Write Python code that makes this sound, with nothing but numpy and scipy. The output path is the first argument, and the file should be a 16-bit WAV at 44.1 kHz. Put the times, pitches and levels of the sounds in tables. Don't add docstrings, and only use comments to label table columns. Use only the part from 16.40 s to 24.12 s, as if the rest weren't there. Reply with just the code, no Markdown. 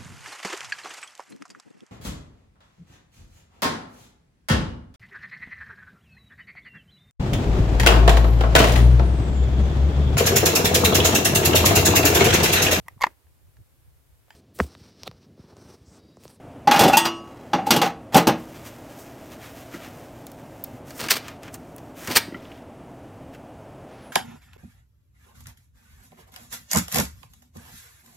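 import sys
import numpy as np
from scipy import signal
from scipy.fft import rfft, irfft, next_fast_len
from scipy.io import wavfile

SR = 44100
rng = np.random.default_rng(int(sys.argv[2]) if len(sys.argv) > 2 else 0)


def digitize_waveform(pressure):
    field = np.atleast_2d(pressure).T
    bounded = np.clip(field, -1, 1)
    quanta = np.round(bounded * 32767).astype(np.int16)
    wavfile.write(sys.argv[1], SR, quanta)


N = 340452

# (frequency [Hz], relative level [dB], t60 [s])
DOOR_MODES = [(336.2, 4, 0.53), (1012, -10.5, .6), (1127, -0.5, 0.72), (1286, -7.5, 0.71), (1480, -8, .25),
              (1644, 0, 0.16), (1879, -9.5, 0.3), (1990, -5, 0.23), (2400, -18.5, 0.266), (2490, -16, 0.15),
              (2736, -4, 0.39), (2860, -3.5, 0.44), (3020, -4.5, 0.27), (3240, -9, 0.27), (3280, 0.5, 0.22),
              (3450, -2, 0.29), (4140, -13, 0.33), (4300, -12, 0.3), (4330, 0.5, 0.12), (4810, 2.5, 0.15),
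              (5060, -15, .38), (5740, -15.5, .2), (5740, -13.5, 0.41), (5760, -5, 0.28),
              (6250, -4.5, 0.16), (6605, -16.5, .46), (7192, -14.5, 0.22), (8100, -10, 0.33)]
# (frequency [Hz], gain [dB])
SHEET_SPECTRUM = [(50, -18), (90, -7), (160, 0.5), (300, 3.5), (400, -2), (560, -2.5), (700, -2.5),
                  (1100, -3.5), (2000, -10), (3000, -15), (4400, -16.5), (6000, -19), (10000, -25.5),
                  (14000, -22.5), (16000, -26.5)]


def undb(db):
    return 10 ** (np.asarray(db) / 20)


def unit(x):
    return x / np.sqrt(np.mean(x ** 2) + 1e-18)


def gain_at(hz, spectrum):
    points_hz, db = np.transpose(spectrum)
    return undb(np.interp(np.log(hz + 1), np.log(points_hz), db))


def colour(x, spectrum):
    count = next_fast_len(len(x), True)
    gain = gain_at(np.fft.rfftfreq(count, 1 / SR), spectrum)
    return irfft(rfft(x, count) * gain, count)[:len(x)]


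def band(x, lo_hz, hi_hz):
    return signal.sosfilt(signal.butter(3, [lo_hz, hi_hz], "band", fs=SR, output="sos"), x)


def band_noise(lo_hz, hi_hz, count=SR):
    return unit(band(rng.standard_normal(count), lo_hz, hi_hz))


def add(out, at_s, x):
    i = int(at_s * SR)
    out[i:i + len(x)] += x[:N - i]


def fade(t60_s, rise_s):
    t = np.arange(SR) / SR
    return (1 - np.exp(-t / rise_s)) * np.exp(-np.log(1000) * t / t60_s)


def stroke(start_s, length_s, attack_s, release_s, count=N):
    t = np.maximum(np.arange(count) / SR - start_s, 0)
    return (1 - np.exp(-t / attack_s)) * np.exp(-np.clip((t - length_s) / release_s, 0, 20))


def wander(per_s):
    count = int(per_s * N / SR) + 2
    return np.interp(np.arange(N), np.linspace(0, N, count), rng.standard_normal(count))


def ring(modes, scatter_db, detune):
    hz, db, t60_s = np.transpose(modes)
    t = np.arange(SR * 3 // 4) / SR
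    size = undb(db + scatter_db * rng.standard_normal(len(hz)))
    hz = hz * (1 + detune * rng.standard_normal(len(hz)))
    size = size * (-1) ** np.arange(len(hz)) / np.sqrt(np.sum(size ** 2) / 2)
    decay = np.exp(-np.minimum(np.log(1000) * t / t60_s[:, None], 20))
    return size @ (np.sin(2 * np.pi * hz[:, None] * t) * decay)


def grains(count, per_s, spread_db):
    size = undb(spread_db * np.minimum(rng.exponential(size=count), 4))
    return unit((rng.random(count) < per_s / SR) * size * rng.choice([-1, 1], count))


def traffic():
    # (frequency [Hz], gain [dB])
    spectrum = [(25, -20), (60, -8), (120, -1), (195, -7), (265, -0.5), (420, -9.5), (660, -5.5),
                (1000, -16), (1900, -26.5), (2900, -29.5), (4000, -38.5), (9000, -40.5), (14000, -47),
                (16000, -47)]
    noise = unit(colour(rng.standard_normal(N), spectrum))
    rumble = signal.sosfiltfilt(signal.butter(2, 400, fs=SR, output="sos"), noise)
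    tyres = noise - rumble
    return undb(-42.5) * (rumble * undb(0.7 * wander(per_s=5)) + tyres * undb(0.2 * wander(per_s=3)))


def sheet_metal(modes, lo_hz, hi_hz, rattle):
    modes_hz, strength = modes
    hz = np.arange(SR // 2 + 1)
    size = np.full(len(hz), rattle)
    size[modes_hz] = strength
    phase = np.exp(2j * np.pi * rng.random(len(hz)))
    return unit(band(irfft(size * phase * gain_at(hz, SHEET_SPECTRUM), SR), lo_hz, hi_hz))


def clash(modes, hardness_db):
    t, rise_s = np.arange(SR) / SR, 0.00082
    panel = undb(0.5 - hardness_db) * sheet_metal(modes, 737, 2800, rattle=0.17) * fade(0.2, rise_s)
    edge = sheet_metal(modes, 2560, 6340, rattle=0.045) * fade(0.15, rise_s)
    sizzle = undb(hardness_db - 4) * sheet_metal(modes, 6400, 15000, rattle=0.11) * fade(0.1, rise_s)
    first_contact = 1 + 0.1 * np.exp(-t / 0.0011)
    return (panel + edge + sizzle) * first_contact


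def door_ring(at_s):
    if 0.55 < at_s < 0.9:
        t60_share, db = 1, 2.5
    elif at_s > 1.4:
        t60_share, db = 0.35, -1.3
    else:
        t60_share, db = 0.65, -1.5
    return undb(db) * ring(np.multiply(DOOR_MODES, [1, 1, t60_share]), scatter_db=3.5, detune=0.0005)


def door_blows():
    # (time [s], clash [dB], hardness [dB], thud [dB], clang [dB], clang centre [Hz])
    blows = [(0.2731, -25, -5, -15.5, -5.5, 814), (0.3114, -17.5, -3, -23, -10, 859),
             (0.342, -36, -13, -33, -12, 802), (0.3596, -23.5, -3.5, -19, -35, 840),
             (0.392, -18, 6, -11.5, -12, 820), (0.408, -19.5, 2.5, -7.5, -13, 800),
             (0.4341, -21, 2.5, -15.5, -11.5, 785), (0.448, -25.5, -2, -7, -16, 855),
             (0.479, -24, 5, -15.5, -18, 792), (0.4985, -39.5, -14, -25, -8.5, 797),
             (0.532, -24.5, 0.5, -18.5, -7, 814), (0.5698, -18, 10, -26, -6, 892),
             (0.653, -25, 0, -25.5, -20, 873), (1.1326, -28, -7, -15.5, -13.5, 837),
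             (1.185, -56.5, -23, -29, -21, 761), (1.221, -58, -13, -28.5, -28, 817),
             (1.267, -36, 5, -26.5, -16.5, 796), (1.306, -13, 3, -13.5, -22, 818),
             (1.3383, -28, 5, -14.5, -30, 790), (1.362, -23, 3.5, -14.5, -17, 836),
             (1.4157, -19.5, -1.5, -15.5, -12.5, 825), (1.4328, -35.5, -7, -25.5, -17, 743),
             (1.4614, -36, -5.5, -29.5, -17, 796), (1.7446, -19, 2.5, -4.5, -8.5, 845),
             (1.751, -31, -12.5, -8, -4, 797), (1.7645, -26, 12.5, -31, -13, 825),
             (1.7808, -25, -4, -43, -23, 750), (1.8705, -19.5, 2.5, -8.5, -15, 880),
             (1.8861, -42, -20.5, -19, -15.5, 803)]
    # (frequency [Hz], relative level [dB], t60 [s])
    barrel_modes = [(169.9, -4, 0.32), (186.8, -14, 0.2), (235, 3, 0.31), (291, -19, 0.34),
                    (318.9, -1, 0.54), (456, -6, 0.41), (480, -2, 0.11), (577, -10, 0.16),
                    (581.4, 5.5, 0.17)]
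    # (offset [Hz], relative level [dB], t60 [s])
    clang_modes = [(-45, -2.5, 0.038), (-1, 5.5, 0.13), (66.5, -8, 0.19)]
    ladder_hz = np.cumsum(np.linspace(12, 70, 380)) + 50
    modes_hz = (ladder_hz * (1 + 0.012 * rng.uniform(-1, 1, len(ladder_hz)))).astype(int)
    uneven_db = np.minimum(modes_hz / 800, 4) * rng.uniform(-1.4, 1.4, len(modes_hz))
    modes = modes_hz, undb(uneven_db)
    out = np.zeros(N)
    for at_s, clash_db, hardness_db, thud_db, clang_db, clang_hz in blows:
        thud = sheet_metal(modes, 127, 706, rattle=0.15) * fade(t60_s=0.18, rise_s=0.0072)
        add(out, at_s, undb(thud_db) * thud)
        add(out, at_s, undb(thud_db - 9) * ring(barrel_modes, scatter_db=4.5, detune=0.0024))
        add(out, at_s, undb(clash_db) * clash(modes, hardness_db))
        clang = ring(np.add(clang_modes, [clang_hz, 0, 0]), scatter_db=4.5, detune=0.0095)
        add(out, at_s, undb(clang_db) * clang)
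        add(out, at_s, undb(clash_db) * door_ring(at_s))
    return out


def rim_scrape():
    # (start [s], length [s], level [dB])
    drags = [(0.321, 0.097, -22), (0.397, 0.073, -24.5), (0.49, 0.19, -29), (0.838, 0.62, -54.5),
             (1.26, .035, -35), (1.436, 0.037, -30.5), (1.721, 0.022, -30), (1.753, 0.042, -18)]
    noise = colour(rng.standard_normal(SR), SHEET_SPECTRUM)
    rattle = unit(band(noise, 556, 16000)) * fade(t60_s=0.081, rise_s=0.00027)
    damped_door = ring(np.multiply(DOOR_MODES, [1, 1, 0.3]), scatter_db=12.5, detune=0.0028)
    metal = rattle[:len(damped_door)] + undb(-13.5) * damped_door
    contacts = grains(N, per_s=450, spread_db=3.5)
    pressure = sum(undb(db) * stroke(at_s, length_s, attack_s=0.0037, release_s=0.014)
                   for at_s, length_s, db in drags)
    return unit(signal.fftconvolve(contacts, metal)[:N]) * pressure


def rim_squeal():
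    # (frequency [Hz], relative level [dB])
    partials = [(895, -7), (1455, -6), (2470, -6), (2615, -21.5), (2685, 1), (2790, -29)]
    out, t = np.zeros(N), np.arange(SR) / SR
    tones = unit(sum(undb(db) * np.sin(2 * np.pi * hz * t) for hz, db in partials))
    envelope = stroke(0, length_s=0.0145, attack_s=0.001, release_s=0.016, count=SR)
    add(out, at_s=0.533, x=undb(-14.5) * tones * envelope)
    return out


def rustle():
    # (frequency [Hz], gain [dB])
    spectrum = [(600, -2), (1200, 8.5), (2000, 7.5), (3200, 3.5), (4200, -1), (5500, -2), (7500, -6.5),
                (11000, -10.5), (14200, -5.5), (16000, -14)]
    # (start [s], length [s], level [dB], hiss re rub [dB])
    moves = [(1.94, 1.72, -55, -2.5), (3.645, 0.73, -61, -1.5), (5.002, 0.51, -67, 1),
             (5.853, 0.33, -55, -10), (6.45, .5, -73.5, -2), (7.48, 0.18, -57, -20)]
    # (peak time [s], half-width [s], level [dB], hiss re rub [dB])
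    swells = [(2.17, 0.02, -47.5, -6), (2.267, 0.02, -44, -1), (2.61, 0.035, -58.5, 7.5),
              (2.93, 0.016, -50, -6), (3.045, 0.038, -47, -6), (3.19, 0.04, -50, -3),
              (3.35, .028, -45.5, -6), (3.43, 0.045, -45.5, -8.5), (4.5, 0.024, -48.5, 0),
              (4.6, 0.035, -46.5, 3.5), (4.87, 0.05, -44.5, -11), (5.06, 0.026, -50, -11),
              (5.148, .012, -51.5, 5.5), (5.6, 0.027, -47, -1), (5.68, 0.045, -42.5, -0.5),
              (6.945, 0.013, -53.5, -8)]
    t = np.arange(N) / SR
    crackle = colour(grains(N, per_s=5000, spread_db=2.8), spectrum)
    rubs = [(undb(db) * stroke(at_s, length_s, attack_s=0.015, release_s=0.036), hiss_db)
            for at_s, length_s, db, hiss_db in moves]
    rubs += [(undb(db) * np.exp(-np.minimum(((t - at_s) / width_s) ** 2, 20) / 2), hiss_db)
             for at_s, width_s, db, hiss_db in swells]
    rub_power = sum(level ** 2 for level, _ in rubs)
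    hiss_power = sum((level * undb(hiss_db)) ** 2 for level, hiss_db in rubs)
    rub = unit(band(crackle, 860, 6000)) * np.sqrt(rub_power)
    hiss = unit(band(crackle, 6000, 20000)) * np.sqrt(hiss_power)
    return (rub + hiss) * undb(1.2 * wander(per_s=40))


def landings():
    # (time [s], thump [dB], bowl [dB])
    pats = [(3.34, -33, -38), (4.646, -30, -60), (5.701, -28, -60), (5.873, -34, -53), (5.922, -30.5, -43),
            (5.945, -34, -29.5)]
    # (frequency [Hz], relative level [dB], t60 [s])
    bowl_modes = [(1370, -9.5, .06), (1480, -15, .04), (1930, -5.5, .05), (2060, -10.5, 0.065),
                  (2110, -9.5, 0.037), (3050, -16.5, .04)]
    # (time [s], level [dB])
    ticks = [(5.999, -46), (6.053, -40), (6.116, -36), (6.157, -47)]
    out = np.zeros(N)
    for at_s, thump_db, bowl_db in pats:
        add(out, at_s, undb(thump_db) * band_noise(170, 380) * fade(t60_s=0.16, rise_s=0.002))
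        add(out, at_s, undb(bowl_db) * ring(bowl_modes, scatter_db=1, detune=0.004))
    for at_s, db in ticks:
        add(out, at_s, undb(db) * band_noise(2360, 3340) * fade(t60_s=0.025, rise_s=0.00036))
    return out


def glove_flicks():
    # (time [s], level [dB], sharpness [dB])
    flicks = [(3.342, -48, -11), (3.867, -41.5, 6.5), (3.9167, -48, 5.5), (4.2423, -38.5, 8),
              (4.5053, -37.5, -3), (4.6056, -30, 2), (4.6388, -30, -4), (4.6849, -24.5, -6.5),
              (4.8817, -33, -4.5), (5.032, -40, -4), (5.0792, -43.5, -10), (5.144, -38.5, -2),
              (5.3816, -43.5, 1), (5.674, -25.5, -3), (6.9475, -52, -10.5)]
    out, mid_t60_s = np.zeros(N), 0.037
    for at_s, db, sharp_db in flicks:
        noise = rng.standard_normal(SR)
        low = undb(-4 - sharp_db) * unit(band(noise, 1000, 2800)) * fade(1.6 * mid_t60_s, 0.00045)
        mid = unit(band(noise, 2500, 7400)) * fade(mid_t60_s, 0.00059)
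        top = undb(4.5 + sharp_db) * unit(band(noise, 8000, 16500)) * fade(0.23 * mid_t60_s, 0.0002)
        add(out, at_s, undb(db) * (low + mid + top))
    return out


def cuff_cracks():
    # (time [s], level [dB], low edge [Hz])
    cracks = [(4.2393, -12, 12800), (4.2421, -23, 6000), (5.1426, -19.5, 5500), (5.3632, -31, 6000)]
    out = np.zeros(N)
    for at_s, db, lo_hz in cracks:
        add(out, at_s, undb(db) * band_noise(lo_hz, 16500) * fade(t60_s=0.004, rise_s=0.0001))
    return out


def rubber_slips(count, per_s, lo_hz, tilt_db_oct):
    # (frequency [Hz], gain [dB])
    spectrum = [(47, -43), (80, -11), (917, -7.5), (1070, -7.5), (1600, -6.5), (2380, -4.5), (3870, -6.5),
                (4520, -3), (7200, -10.5), (9190, -8), (9820, -15), (13700, -6.5), (16000, -8.5)]
    slips = colour(grains(count, per_s, spread_db=3.5), spectrum)
    tilt = [(2 ** octave, tilt_db_oct * (octave - 11)) for octave in (7, 14)]
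    return unit(colour(band(slips, lo_hz, 15000), tilt))


def glove_slides():
    # (start [s], length [s], level [dB], tilt [dB/octave])
    slides = [(4.591, 0.027, -30.5, -2.5), (4.622, 0.046, -31.5, -4), (4.724, 0.015, -25, -2),
              (4.751, 0.021, -27.5, -2), (5.676, 0.028, -30, -7.5), (5.697, 0.037, -27.5, -3)]
    out, count = np.zeros(N), SR // 2
    for at_s, length_s, db, tilt_db_oct in slides:
        pull = stroke(0, length_s, attack_s=0.0051, release_s=0.0097, count=count)
        slips = rubber_slips(count, per_s=2500, lo_hz=140, tilt_db_oct=tilt_db_oct)
        add(out, at_s, undb(db) * pull * slips)
    return out


def glove_snaps():
    # (peak time [s], level [dB], low edge [Hz])
    snaps = [(4.709, -8.5, 1000), (4.718, -15, 200), (5.761, -10, 301.5), (5.7703, -5, 100.2)]
    rise_s, burst_fall_s, flutter_fall_s = 0.004, 0.007, 0.02
    out, t = np.zeros(N), np.arange(SR // 2) / SR - 0.25
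    for peak_s, db, lo_hz in snaps:
        burst = rubber_slips(len(t), per_s=5200, lo_hz=lo_hz, tilt_db_oct=-0.5)
        burst *= np.exp(np.minimum(t / rise_s, -t / burst_fall_s))
        flutter = rubber_slips(len(t), per_s=2500, lo_hz=1100, tilt_db_oct=-1)
        flutter *= np.exp(np.minimum(t / rise_s, -t / flutter_fall_s))
        add(out, peak_s + t[0], undb(db) * (burst + undb(-24.5) * flutter))
    return out


def bird():
    # (time [s], pitch [Hz], level [dB])
    contour = [(7.5, 8260, -87), (7.53, 8840, -65), (7.565, 11200, -71.5), (7.6, 10150, -76),
               (7.63, 10200, -62), (7.675, 9950, -58.5), (7.69, 9650, -63), (7.72, 9750, -58)]
    at_s, pitch_hz, db = np.transpose(contour)
    t = np.arange(N) / SR
    hz = np.interp(t, at_s, pitch_hz) * (1 + 0.004 * band_noise(20, 150, count=N))
    level = undb(np.interp(t, at_s, db)) * (t > at_s[0])
    return level * np.sin(2 * np.pi * np.cumsum(hz) / SR)


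def yard(x, t60_s, wet_db):
    tail = colour(rng.standard_normal(SR), [(200, 3), (3500, 1), (8000, -5), (15000, -10.5)])
    tail *= fade(t60_s, rise_s=0.0014)
    return undb(wet_db) * signal.fftconvolve(x, tail / np.sqrt(np.sum(tail ** 2)))[:N]


def scene():
    near = band(door_blows(), 70, 20000) + rim_scrape() + rim_squeal() + rustle()
    near += glove_slides() + glove_snaps() + glove_flicks() + cuff_cracks() + landings()
    mid = near + yard(near, t60_s=0.29, wet_db=-18) + bird() + traffic()
    side_spectrum = [(30, 18.5), (130, -12), (600, -23), (2500, -13.5), (9000, 17), (15000, 15)]
    side = colour(yard(mid, t60_s=0.03, wet_db=-38.5), side_spectrum)
    return np.array([mid + side, mid - side])


def record(dry):
    low_pass = signal.ellip(12, 0.2, 85, 16000, fs=SR, output="sos")
    return signal.sosfilt(low_pass, np.clip(dry, -0.95, 0.95))


dry = scene()
out = record(dry)
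digitize_waveform(out)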